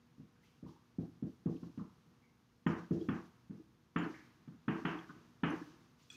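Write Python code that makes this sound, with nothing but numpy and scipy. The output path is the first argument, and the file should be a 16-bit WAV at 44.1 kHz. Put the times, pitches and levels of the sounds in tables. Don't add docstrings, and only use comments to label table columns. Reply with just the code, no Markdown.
import sys
import numpy as np
from scipy import signal
from scipy.fft import rfft, irfft
from scipy.io import wavfile
from scipy.ndimage import uniform_filter1d

SR = 44100
rng = np.random.default_rng(int(sys.argv[2]) if len(sys.argv) > 2 else 0)


def to_wav(sig):
    pcm = np.clip(np.atleast_2d(sig), -1, 1) * 32767
    pcm = np.round(pcm).astype(np.int16)
    wavfile.write(sys.argv[1], SR, pcm.T)


def magnitude_from_level(level_db):
    exponent = np.asarray(level_db, float) / 20
    return 10 ** exponent


N = 271643

# start_s, thud_db, upper_modes_db, knock_db (frame, over the thud), fall_db_per_s
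TAPS = [(0.179, -50, -36, -45, 70.5), (0.198, -45, -40, -47, 68), (0.626, -39, -19.5, -58, 57),
        (0.646, -43, -25, -30, 60), (0.983, -26.5, -25, -44, 72), (1.223, -27.5, -26, -41.5, 74),
        (1.457, -23, -19.5, -41.5, 60.5), (1.627, -34, -27, -34, 83), (1.774, -33, -30, -31, 59),
        (2.058, -57.5, -20.5, -32, 60), (2.662, -19, -21, -17.5, 39), (2.907, -22, -17, -38, 40),
        (3.084, -24, -22, -17, 45), (3.505, -38, -23, -30.5, 46), (3.958, -24, -18, -11, 42.5),
        (4.475, -41, -30.5, -28.5, 61), (4.678, -24, -17.5, -13.5, 43), (4.848, -27, -16, -8, 38),
        (5.093, -46, -15.5, -18, 19), (5.431, -22.5, -19, -11.5, 40)]


def colour(table, hz):
    rows = np.array(table, float)
    return [np.interp(np.log(hz), np.log(rows[:, 0]), column) for column in rows[:, 1:].T]


def shaped(x, db):
    hz = np.maximum(np.fft.rfftfreq(len(x), 1 / SR), 1)
    return irfft(rfft(x) * magnitude_from_level(db(hz)), len(x))


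def unit(x):
    return x / np.sqrt(np.mean(x ** 2))


def band(x, lo_hz, hi_hz):
    sos = signal.butter(4, [lo_hz, min(hi_hz, .45 * SR)], "band", fs=SR, output="sos")
    return signal.sosfilt(sos, x)


def add(out, start_s, x):
    i = int(start_s * SR)
    out[i:i + len(x)] += x[:len(out) - i]


def ring(hz, t60_s, rise_s=.001, length_s=0.65):
    t = np.arange(int(length_s * SR)) / SR
    return np.sin(2 * np.pi * hz * t) * (1 - np.exp(-t / rise_s)) * magnitude_from_level(-60 * t / t60_s)


def walk(rate_hz):
    k = int(SR / rate_hz)
    steps = np.repeat(rng.standard_normal(N // k + 1), k)
    return unit(uniform_filter1d(uniform_filter1d(steps, k), k)[:N])


def breathe_db(t):
    quiet_db, swell_db, swell_s = -2.5, 5, 0.33
    opening = 0
    for start_s, db, _, knock_db, _ in TAPS:
        loudness = np.clip((db + knock_db + 74) / 35, 0, 1)
        opening = opening + loudness * (t > start_s) * np.exp(-np.abs(t - start_s) / swell_s)
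    return quiet_db + swell_db * opening


def fan():
    # pitch_hz, level_db (per Hz)
    air_spectrum = [(20, -46.5), (50, 0), (80, -2), (130, 4.5), (240, -2.5), (350, -6.5), (560, -17),
                    (1100, -12.5), (2000, -20), (6800, -28.5), (7500, -38), (14200, -40), (15300, -57.5)]
    # pitch_hz, level_db
    hum_tones = [(120, -82), (240, -78), (481, -88)]
    t = np.arange(N) / SR
    air = unit(shaped(rng.standard_normal(N), lambda hz: colour(air_spectrum, hz)[0]))
    out = air * magnitude_from_level(-68 + 0.99 * walk(2) + breathe_db(t))
    for hz, db in hum_tones:
        out = out + magnitude_from_level(db + 4.0 + 2.0 * walk(5.1)) * np.sin(2 * np.pi * hz * t)
    return out


def tail(wet_db, build_s):
    # pitch_hz, t60_s, level_db
    room_decay = [(93, 0.57, 0), (300, 0.64, -2), (1000, 0.72, 10), (2950, 0.52, 7.5), (7760, 0.92, -17.5)]
    t = np.arange(int(.9 * SR)) / SR
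    out = np.zeros(len(t))
    for hz in 57.86 * 2. ** np.arange(8):
        t60_s, db = colour(room_decay, hz)
        octave = band(rng.standard_normal(len(t)), hz / np.sqrt(2), hz * np.sqrt(2))
        out += octave * magnitude_from_level(wet_db + db - 60 * t / t60_s)
    return out * (1 - np.exp(-(t / build_s) ** 2))


def room(x, echoes):
    return x + signal.fftconvolve(x, echoes)[:len(x)]


def stroke_db():
    # start_s, hold_s, hiss_db, fade_db_per_s
    strokes = [(0.415, 0.059, -71.5, 62), (0.665, .02, -69, 59), (.99, 0.043, -73, 70),
               (1.25, .05, -73.5, 75), (1.486, .06, -68.5, 24), (2.662, 0.017, -59.5, 48.5),
               (2.915, 0.24, -65, 51), (3.51, 0.04, -78, 49), (3.966, 0.19, -62.5, 68),
               (4.69, 0.15, -65, 90), (4.853, 0.024, -61.5, 34), (5.448, 0.13, -60.5, 47),
               (5.975, 0.11, -67.5, 49), (6.096, .06, -55.5, 60)]
    rest_db, rise_s = -80.5, 0.018
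    t, power = np.arange(N) / SR, magnitude_from_level(2 * rest_db)
    for start_s, hold_s, db, fade_db in strokes:
        rise = np.clip((t - start_s) / rise_s, 0, 1)
        fade = magnitude_from_level(db - fade_db * np.maximum(t - start_s - hold_s, 0))
        power = power + (rise * fade) ** 2
    return 10 * np.log10(power)


def felt():
    hiss_db = stroke_db()
    air_db = -83 + 0.58 * (hiss_db + 60.5)
    hiss = unit(band(rng.standard_normal(N), 2620, 6510)) * magnitude_from_level(hiss_db - 9.5 + 1.3 * walk(40))
    air = unit(band(rng.standard_normal(N), 7400, 15200)) * magnitude_from_level(air_db + 0.66 * walk(40))
    return hiss + air


def plastic():
    # pitch_hz, level_db, t60_s
    cap_modes = [(2520, 2.5, 0.021), (3374, 5, 0.028), (5860, -7, 0.033), (7200, -16, 0.058),
                 (8000, -10, 0.02), (9400, -16, 0.017)]
    snap_s, snap_db = 6.103, -44.5
    out = np.zeros(N)
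    for hz, db, t60_s in cap_modes:
        add(out, snap_s - .002, magnitude_from_level(snap_db + db + 4.5) * ring(hz, t60_s, rise_s=0.0046))
    return out


def barrel():
    # start_s, level_db, pitch_hz, t60_s
    scrapes = [(0.442, -78.5, 2740, 0.76), (.66, -66.5, 1000, 0.38), (.688, -65, 1000, .1),
               (0.687, -76, 4500, .03), (.76, -70, 1040, .13), (1.47, -56, 1000, 0.12),
               (1.564, -69, 2800, 0.047), (1.632, -58.5, 975, 0.053), (1.791, -61.5, 1110, 0.34),
               (4.14, -58.5, 1840, 0.36), (4.2, -67.5, 1980, 0.21), (4.474, -66, 1370, 0.044),
               (5.091, -48.5, 1260, 0.041), (5.102, -47, 1310, 0.052), (5.999, -77.5, 2470, 0.3),
               (6.102, -71, 1514, 0.49), (6.103, -74, 4340, .2), (6.126, -64, 7100, 0.13),
               (6.135, -61.5, 280, .2)]
    # start_s, level_db, pitch_hz,
    # t60_s
    squeaks = [(0.35, -80, 1600, 0.17), (0.431, -60, 2010, 0.035), (2.22, -79.5, 2180, 0.6),
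               (2.669, -74, 7000, .2), (2.682, -69, 5320, .1), (3.008, -63.5, 3280, 0.072),
               (3.983, -65, 7070, .1), (4.033, -59, 4220, 0.047), (4.985, -55.5, 3300, 0.05),
               (5.04, -55, 1590, 0.056), (5.502, -58, 6050, 0.05), (5.499, -67.5, 10250, .06),
               (5.619, -51.5, 1680, 0.059), (6.025, -72, 6900, 0.061)]
    bursts = []
    for start_s, db, _, knock_db, _ in TAPS:
        ring_db = db - 36 - 0.3 * (knock_db + 39.5)
        bursts.append((start_s + 0.0035, ring_db, 654, .1, 0.41 * 654))
    for start_s, db, hz, t60_s in scrapes:
        bursts.append((start_s, db, hz, t60_s, 0.41 * hz))
    for start_s, db, hz, t60_s in squeaks:
        bursts.append((start_s, db, hz, t60_s, 280))
    out, t = np.zeros(N), np.arange(int(.4 * SR)) / SR
    for start_s, db, hz, t60_s, width_hz in bursts:
        scratch = unit(band(rng.standard_normal(len(t)), hz - width_hz / 2, hz + width_hz / 2))
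        add(out, start_s, magnitude_from_level(db + 1.5 - 60 * t / t60_s) * (1 - np.exp(-t / 0.00088)) * scratch)
    return out


def jolts():
    # start_s, level_db, pitch_hz
    tip_jolts = [(0.196, -46, 148), (0.24, -56, 126), (0.648, -48, 150), (0.685, -49.5, 150),
                 (1.078, -41.5, 287), (1.552, -34.5, 285), (1.811, -33, 183), (2.07, -54, 144),
                 (3.012, -30.5, 325), (3.497, -36, 180), (3.599, -44.5, 315), (4.063, -29, 295),
                 (4.099, -34, 307), (4.479, -47, 160), (4.585, -57, 149), (4.82, -39, 256),
                 (4.952, -32.5, 306.3), (5.499, -27, 300), (5.534, -28.5, 307), (5.615, -34.5, 298)]
    out = np.zeros(N)
    for start_s, db, hz in tip_jolts:
        add(out, start_s, magnitude_from_level(db - 2) * ring(hz, 0.092, rise_s=0.0015))
    return out


def thud(db, upper_db, deep_db, t):
    # pitch_hz, level_db, t60_s
    panel_modes = [(58.6, -18, 0.21), (88.7, -9.5, 0.28), (121.6, -3, 0.54), (169.2, 12.5, 0.2),
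                   (181, -1.5, 0.23), (223.7, -7.5, 0.073), (244, -22.5, 0.084), (307, -7, 0.65),
                   (332.5, -4, 0.32), (379.4, -7.5, 0.12), (421.3, -4.5, 0.082), (478.7, -10, 0.13),
                   (577.4, -15, 0.091), (632, -16.5, 0.038), (696, -43.5, 0.13)]
    flex = np.sin(2 * np.pi * 235 * t) * (t / 0.0034) ** 2 * np.exp(-t / 0.0019)
    out = -magnitude_from_level(db + 13.5) * flex
    for (hz, mode_db, t60_s), c in zip(panel_modes, rng.standard_normal(len(panel_modes))):
        near_db = upper_db + 25 if 280 < hz < 450 else deep_db if hz < 150 else 0
        level = magnitude_from_level(db - 19.0 + mode_db + near_db + 0.83 * c) * np.sign(c)
        add(out, .007, level * ring(hz, t60_s, rise_s=0.0012))
    return out


def knock(db, bright_db, t):
    # pitch_hz, level_db (per Hz)
    knock_spectrum = [(320, -27.5), (550, -10), (778, -5), (1180, -0.5), (1250, -0.5), (1350, -4.5),
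                      (1590, -2.5), (2060, -9.5), (3050, -9.5), (3690, -28), (6110, -62.5), (7230, -73),
                      (8000, -59), (10400, -59.5), (17600, -120)]
    # pitch_hz, level_db, t60_s
    tray_modes = [(1275, -5.5, 0.056), (1790, -8.5, .05), (2690, -19, 0.074), (3300, -10.5, 0.03),
                  (4070, -36, 0.047)]

    def tone_db(hz):
        tilt = np.clip(np.log2(hz / 1500), 0, 1)
        return colour(knock_spectrum, hz)[0] + (bright_db + 4.5) * tilt

    noise, grit = rng.standard_normal((2, len(t)))
    late = np.maximum(t - .002, 0)
    decay = np.exp(-late / 0.0042) + 0.49 * np.exp(-late / 0.15)
    rattle = noise * magnitude_from_level(2.44 * grit) * (1 - np.exp(-late / 0.0014)) * decay
    out = magnitude_from_level(db - 17.0) * unit(shaped(rattle, tone_db)) * np.clip(t / 0.0025, 0, 1) ** 2
    for (hz, tray_db, t60_s), c in zip(tray_modes, rng.standard_normal(len(tray_modes))):
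        level = magnitude_from_level(db + tray_db + 2.5 + 4.4 * c)
        add(out, .004, level * ring(hz * (1 + 0.017 * c), t60_s, rise_s=.002))
    return out


def reducer(x, fall_db):
    # pitch_hz, hold_s
    hold_times = [(100, 0.06), (300, 0.11), (1000, 0.1), (2000, 0.086), (3500, 0.022), (8000, 0.09)]
    hz, t, frames = signal.stft(x, SR, nperseg=512)
    hold_s = colour(hold_times, np.maximum(hz, 1))[0][:, None]
    over_s = t - hold_s * 120 / fall_db
    return signal.istft(frames * magnitude_from_level(-np.clip(fall_db * over_s, 0, 14)), SR)[1][:len(x)]


def board(tails):
    out, t = np.zeros(N), np.arange(int(.9 * SR)) / SR
    for start_s, db, upper_db, knock_db, fall_db in TAPS:
        bright_db = max(2 + 0.7 * knock_db, -10.5)
        deep_db = -.25 * (knock_db + 24.0)
        turn = rng.uniform(0, np.pi / 2)
        echoes = np.cos(turn) * tails[0] + np.sin(turn) * tails[1]
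        boom = room(thud(db, upper_db, deep_db, t), echoes)
        landing = boom + knock(db + knock_db, bright_db, t)
        add(out, start_s + 0.001062, reducer(landing, 2.73 * fall_db))
    return out


def scene():
    tails = [tail(wet_db=-32, build_s=0.017) for _ in range(2)]
    marker = room(barrel(), magnitude_from_level(-18) * tails[1])
    marker = marker + room(jolts(), magnitude_from_level(-8.5) * tails[0])
    marker = marker + room(plastic(), magnitude_from_level(-4.0) * tails[0])
    return (fan() + felt() + marker + board(tails))[None]


def top_cut(x):
    return signal.sosfilt(signal.butter(12, 15610, fs=SR, output="sos"), x)


def record(dry):
    mic = signal.sosfilt(signal.butter(2, 60, "high", fs=SR, output="sos"), dry)
    return top_cut(mic)


dry = scene()
out = record(dry)
to_wav(out)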